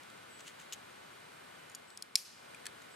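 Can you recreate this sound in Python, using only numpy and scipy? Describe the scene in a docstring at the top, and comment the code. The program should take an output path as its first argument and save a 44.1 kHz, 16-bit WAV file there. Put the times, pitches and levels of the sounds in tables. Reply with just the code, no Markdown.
"""Metal gear on a climber's harness ticks, clinks and scuffs, and a carabiner gate snaps shut above a forest.
Each piece rings as a set of dying modes with a grating noise; the snap layers notes, click, buzz and
a low overload thump. Scattered noise tails echo the gear off the rock and, later and duller, off the trees.
Behind lie a soft distant rush of shaped noise, a faint whine of wavering tones, a narrow hiss
and a thin high whistle, perhaps a bird, made of a sagging, slightly rough sine."""
import sys
import numpy as np
from scipy import signal
from scipy.fft import rfft, irfft
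from scipy.io import wavfile

SR = 44100
rng = np.random.default_rng(int(sys.argv[2]) if len(sys.argv) > 2 else 0)


def store_wav(level_fs):
    """Save 16-bit WAV to argv[1]."""
    pcm = np.round(np.clip(np.atleast_2d(level_fs), -1, 1) * 32767)
    wavfile.write(sys.argv[1], SR, pcm.T.astype(np.int16))


N = 130095
TIME = np.arange(N) / SR
FREQS = np.maximum(np.fft.rfftfreq(N, 1 / SR), 1)

# spectrum of the distant rush: f/Hz, relative density/dB
RUSH_SPECTRUM = [(15, -65), (25, -37), (102, -5.5), (161, -3), (624, -7), (1480, -2), (1790, -5.5),
                 (2910, -9), (3160, -12), (3820, -10.5), (5730, -18.5), (8590, -18.5), (14400, -27),
                 (16000, -54)]
# level curve of the whole background, with a brief dip: t/s, level/dB
BACKGROUND_LEVEL = [(0, 0), (1.63, 0), (2.13, -5), (2.25, -7), (2.5, 0.5), (2.95, 0)]
# how alike the rush is on the two sides: f/Hz, coherence/1
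RUSH_LIKENESS = [(150, 0.96), (300, 0.53), (700, 0.65), (1300, 0.54), (3500, 0.31), (14000, .1)]
# how far the left side of the rush leads: f/Hz, phase/rad
RUSH_LEAD = [(50, 1.5), (250, -1), (430, -2.5), (850, -4), (1300, -5), (3500, -5.5)]
# left level minus right level of the rush: f/Hz, difference/dB
RUSH_BALANCE = [(60, -2.5), (250, 6.5), (600, 3), (1500, 0)]
# steady tones of the whine: f/Hz, level/dB
WHINE_TONES = [(1499, -72.5), (1799, -77.5), (2099, -73.5), (2398, -73.5), (2998, -74), (3297, -75)]
# whistled notes: onset t/s, length/s, level/dB
WHISTLE_NOTES = [(0.29, .19, -62), (1.86, .17, -65), (2.9, 0.15, -65)]
# the snap as it carries to rock and trees: f/Hz, level/dB
SNAP_ECHO_SPECTRUM = [(1500, -16), (2350, 3), (3000, 0), (5000, 10.5), (7400, 3), (9000, 5), (13200, 0),
                      (14500, -18)]
# swells of gear shifting against rock: peak t/s, rise and fall time constant/s, level/dB
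SCUFF_SWELLS = [(0.035, .002, -53.5), (0.102, 0.0019, -52.5), (0.176, 0.0016, -55), (0.396, 0.0089, -57),
                (0.409, 0.003, -50.5), (0.478, 0.017, -51), (0.599, 0.0044, -52), (0.622, 0.017, -57),
                (0.74, 0.0081, -48), (2.822, 0.0034, -51.5)]
# colour of the scuffs: f/Hz, relative density/dB
SCUFF_SPECTRUM = [(800, -16), (2000, 0), (3000, 3.5), (5200, -6), (6900, 1.5), (9300, -7), (16000, -23)]

# contacts of each piece of gear: t/s, relative level/dB, brightness tilt/(dB per octave)
RACK_CONTACTS = [(0.479, -42, -8), (0.7243, -32.5, -5), (0.7298, -33, 2), (0.7333, -32.5, 0),
                 (0.737, -38.5, 4)]
CAM_CONTACTS = [(1.698, -45.5, 0), (1.716, -48, 2), (1.749, -30.5, 0), (1.754, -38.5, -0.24)]
LATCH_CONTACTS = [(1.9035, -45, -4), (1.9742, -33.5, 0), (2.0238, -27.5, -0.5)]
CARABINER_CONTACTS = [(2.1556, -18.5, -0.15), (2.1582, -20.5, -2.4)]
RING_CONTACTS = [(2.5465, -40, 0)]
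CLIP_CONTACTS = [(2.6557, -33.5, -1.6), (2.6648, -33.5, 0), (2.6665, -28.5, 0)]
# what each piece rings with: f/Hz, relative level/dB, t60/s
RACK_MODES = [(2950, -3.5, .017), (3500, -5, 0.012), (6270, -2, .016), (6750, -1.5, 0.021),
              (7840, -5.5, 0.017), (11900, -12.5, .02)]
CAM_MODES = [(4710, -11, 0.025), (5390, -15, .025), (6970, -1, .028), (9250, -4.5, .022), (11600, -12, .03)]
LATCH_MODES = [(4250, -7, .014), (5150, 1, .009), (6650, -6, .012), (9600, -2, .011), (13250, -18, .025)]
CARABINER_MODES = [(2340, -6, 0.015), (4120, -4.5, 0.016), (4470, -9.5, 0.016), (5070, -1, 0.015),
                   (5450, -0.5, .022), (7330, -6, 0.019), (8600, -8.5, 0.034), (9310, -10, 0.021),
                   (10420, -12, 0.018), (11660, -10, 0.014), (13250, -15, 0.021)]
RING_MODES = [(2440, 2.5, 0.03), (7900, -4, .02), (9430, -3.5, 0.022)]
CLIP_MODES = [(1730, -9, 0.036), (2520, -11, .02), (4380, -10, .035), (5590, -11, 0.018), (7720, -6, .02),
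              (9400, -4.5, .018), (13400, -12, .014)]
# hard notes of the gate landing: f/Hz, relative level/dB, width/Hz (wider is shorter)
GATE_TONES = [(5100, 0, 1100), (8300, -11, 1100), (11400, -19, 1100)]

HISS_HZ, HISS_WIDTH_HZ, HISS_DB = 8600, 470, -77
RUSH_DB = -57  # rms of the two sides averaged, ahead of the background level curve
WHISTLE_HZ, WHISTLE_SAG_HZ_PER_S, WHISTLE_WAVER_HZ = 8010, 300, 40
WHISTLE_ATTACK_S, WHISTLE_RELEASE_S = 0.022, 0.12
ROCK_DELAY_S, ROCK_T60_S, ROCK_DB = 0.016, 0.33, -15.5
FOREST_DELAY_S, FOREST_T60_S, FOREST_DB = 0.094, 0.77, -19.5
ECHO_LIKENESS = 0.5  # correlation between the sides of the echo
GEAR_ECHO_DB = -10  # how much gear is sent to the echoes
GRAINS_PER_S = 2400
CHATTER_T60_S = 0.016
GATE_S, GATE_DB = 2.1553, -10
THUMP_DB, THUMP_HZ = -49, 260
GEAR_PAN_DB = 0.86  # raises the left and lowers the right
TINY = 1e-18  # inaudible offset that keeps filters off vanishingly small numbers


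def from_db(db):
    """Decibels to gain."""
    return 10 ** (np.asarray(db) / 20)


def rms_one(x):
    """Scale to unit rms."""
    return x / np.sqrt(np.mean(x ** 2) + 1e-20)


def at_hz(points):
    """Read a table on a log-frequency axis."""
    hz, value = np.transpose(points)
    return np.interp(np.log(FREQS), np.log(hz), value)


def dying(t, t60):
    """Exponential decay that starts at t = 0 and falls 60 dB in t60."""
    return (t >= 0) * np.exp(-np.log(1000) * np.maximum(t, 0) / t60)


def drift(rate_hz):
    """Random wander of spread 1, made of noise that falls away above rate_hz."""
    noise = rfft(rng.standard_normal(N))
    return rms_one(irfft(noise / (1 + (FREQS / rate_hz) ** 2), N))


def band(x, low_hz, high_hz):
    """Gentle band-pass."""
    edges = [low_hz, min(high_hz, 0.45 * SR)]
    return signal.sosfilt(signal.butter(2, edges, "band", fs=SR, output="sos"), x)


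def add(out, s, sound):
    """Mix a sound in at a time."""
    i = int(s * SR)
    out[:, i:i + sound.shape[-1]] += sound[..., :N - i]


def hiss():
    """A faint narrow band of high noise."""
    noise = rng.standard_normal(N)
    narrow = band(noise, HISS_HZ - HISS_WIDTH_HZ / 2, HISS_HZ + HISS_WIDTH_HZ / 2)
    return from_db(HISS_DB) * rms_one(narrow)


def whine(waver_hz=1.48, flutter_db=1.5):
    """Faint steady sines that waver a little in level and pitch."""
    out = np.zeros(N)
    for hz, db in WHINE_TONES:
        level = np.sqrt(2) * from_db(db + flutter_db * drift(11))  # sqrt(2) turns rms into peak
        phase = 2 * np.pi * np.cumsum(hz + waver_hz * drift(8)) / SR
        out += level * np.sin(phase)
    return out


def rush():
    """Far-off air and water noise, partly shared by the two sides, with the phase offset between them."""
    common, own = rfft(rng.standard_normal((2, N)))
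    alike = np.clip(at_hz(RUSH_LIKENESS), 0, 1)
    lead = at_hz(RUSH_LEAD)
    right = (alike * common + np.sqrt(1 - alike ** 2) * own) * np.exp(-1j * lead)
    pan = from_db(at_hz(RUSH_BALANCE) / 2)
    # make up for the part that cancels when the sides are summed
    colour = from_db(at_hz(RUSH_SPECTRUM)) / np.sqrt(1 + alike * np.cos(lead))
    pair = irfft(colour * np.array([common * pan, right / pan]), N)
    return from_db(RUSH_DB) * pair / pair.mean(axis=0).std()


def whistles(flutter_db=1.6):
    """A thin, slightly rough sine starts quickly, then sags in pitch and fades."""
    out = np.zeros(N)
    for s, length, db in WHISTLE_NOTES:
        t = TIME - s
        level = np.clip(np.minimum(t / WHISTLE_ATTACK_S, (length - t) / WHISTLE_RELEASE_S), 0, 1)
        hz = WHISTLE_HZ - WHISTLE_SAG_HZ_PER_S * t + WHISTLE_WAVER_HZ * drift(110)
        flutter = from_db(db + flutter_db * drift(40))
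        out += level * flutter * np.sin(2 * np.pi * np.cumsum(hz) / SR)
    return out


def scatter(delay, t60, db, high_hz):
    """Impulse response of a rough surface: delayed, dying noise, partly alike on the two sides."""
    mid, side = rng.standard_normal((2, SR))
    opposed = side * np.array([[1], [-1]])
    noise = np.sqrt(1 + ECHO_LIKENESS) * mid + np.sqrt(1 - ECHO_LIKENESS) * opposed
    response = rms_one(noise * dying(TIME[:SR] - delay, t60)) / np.sqrt(SR)  # unit energy
    return from_db(db) * band(response, 500, high_hz)


def echoes(x):
    """Rough rock scatters the sound back early; the trees answer later and duller."""
    rock = scatter(ROCK_DELAY_S, ROCK_T60_S, ROCK_DB, high_hz=16000)
    forest = scatter(FOREST_DELAY_S, FOREST_T60_S, FOREST_DB, high_hz=7550)
    mono = x.mean(axis=0)[None]
    return signal.fftconvolve(mono, rock + forest, axes=1)[:, :N]


def thrown_snap():
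    """The gate's snap as it spreads towards rock and trees: one broad, bright pulse."""
    pulse = signal.unit_impulse(N, int(GATE_S * SR))
    return irfft(rfft(pulse) * from_db(at_hz(SNAP_ECHO_SPECTRUM)), N)


def scuffs():
    """Gear grates on rock: dense tiny random grains, coloured, under short swells."""
    level = sum(from_db(db) * np.exp(-np.abs(TIME - s) / length) for s, length, db in SCUFF_SWELLS)
    happens = rng.random(N) < GRAINS_PER_S / SR
    size = rng.standard_normal(N) + 0.5 * rng.standard_normal((2, N))
    grit = irfft(rfft(happens * size) * from_db(at_hz(SCUFF_SPECTRUM)), N)
    return level * rms_one(grit)


def struck(contacts, modes, chatter_db, low_hz, high_hz, spread=0.49):
    """Each contact rings the piece's modes and grates briefly; high modes differ most between the sides."""
    out, t = np.zeros((2, N)), TIME[:SR // 8]
    hz, mode_db, t60 = np.transpose(modes)[:, :, None]
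    pitch = hz / hz.mean()
    for s, db, tilt_db in contacts:
        phase = rng.uniform(0, 2 * np.pi, hz.shape)
        phase = phase + spread * pitch * rng.standard_normal((2, len(hz), 1))
        gain = from_db(mode_db + tilt_db * np.log2(pitch))
        rise = np.minimum(t * hz, 1)  # each mode builds up over one cycle
        ring = (gain * rise * dying(t, t60) * np.sin(2 * np.pi * hz * t + phase)).sum(axis=1)
        grit = rng.standard_normal(len(t)) + spread * rng.standard_normal((2, len(t)))
        chatter = band(grit * dying(t, CHATTER_T60_S), low_hz, high_hz)
        add(out, s, from_db(db) * (ring / 2 + from_db(chatter_db) * chatter))
    return band(out + TINY, low_hz / 2, high_hz=14300)


def thump(t60=0.024):
    """A faint low thump under the snap, as from overload: a dying push through a low-pass."""
    push = dying(TIME - GATE_S, t60) + TINY
    return from_db(THUMP_DB) * signal.sosfilt(signal.butter(2, THUMP_HZ, fs=SR, output="sos"), push)


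def spray(db=-14, t60=0.0085, low_hz=7000, high_hz=11000):
    """The gate buzzes brightly on its seat: dying noise, different on each side."""
    buzz = rng.standard_normal((2, N)) * dying(TIME - GATE_S, t60)
    return from_db(db) * band(buzz + TINY, low_hz, high_hz)


def crack(db=-11, low_hz=3000, high_hz=12200):
    """The sharp, broad edge of the gate's impact: a filtered click."""
    out = np.zeros((2, N))
    click = band(signal.unit_impulse(SR // 20), low_hz, high_hz)
    add(out, GATE_S, from_db(db) * click)
    return signal.sosfilt(signal.butter(2, 2100, "high", fs=SR, output="sos"), out + TINY)


def gate():
    """The sprung gate lands with hard notes a few cycles long."""
    out, t = np.zeros((2, N)), TIME[:SR // 20]
    for hz, db, width_hz in GATE_TONES:
        age = np.pi * width_hz * t
        swell = age * np.exp(1 - age)  # peaks at 1
        add(out, GATE_S, from_db(GATE_DB + db) * swell * np.cos(2 * np.pi * hz * t))
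    return out


def scene():
    """Gear, the gate's snap and their echoes over the background."""
    background = rush() + whine() + hiss()
    background = background * from_db(np.interp(TIME, *np.transpose(BACKGROUND_LEVEL)))

    gear = scuffs()
    gear += struck(RACK_CONTACTS, RACK_MODES, chatter_db=-2, low_hz=1550, high_hz=8700)
    gear += struck(CAM_CONTACTS, CAM_MODES, chatter_db=-6, low_hz=3500, high_hz=10000)
    gear += struck(LATCH_CONTACTS, LATCH_MODES, chatter_db=-6.5, low_hz=3300, high_hz=10200)
    gear += struck(CARABINER_CONTACTS, CARABINER_MODES, chatter_db=-3.5, low_hz=3640, high_hz=10200)
    gear += struck(RING_CONTACTS, RING_MODES, chatter_db=-8, low_hz=2200, high_hz=11000)
    gear += struck(CLIP_CONTACTS, CLIP_MODES, chatter_db=-3.5, low_hz=1400, high_hz=8850)

    snap = gate() + crack() + spray() + thump()
    direct = (gear + snap) * from_db([[GEAR_PAN_DB], [-GEAR_PAN_DB]])
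    echo = echoes(from_db(GEAR_ECHO_DB) * gear + thrown_snap())
    return direct + echo + background + whistles()


def record(dry):
    """A steep low-pass takes off the top: 60 dB down from 16.5 kHz up."""
    return signal.sosfilt(signal.cheby2(16, 60, 16500, fs=SR, output="sos"), dry)


dry = scene()
out = record(dry)
store_wav(out)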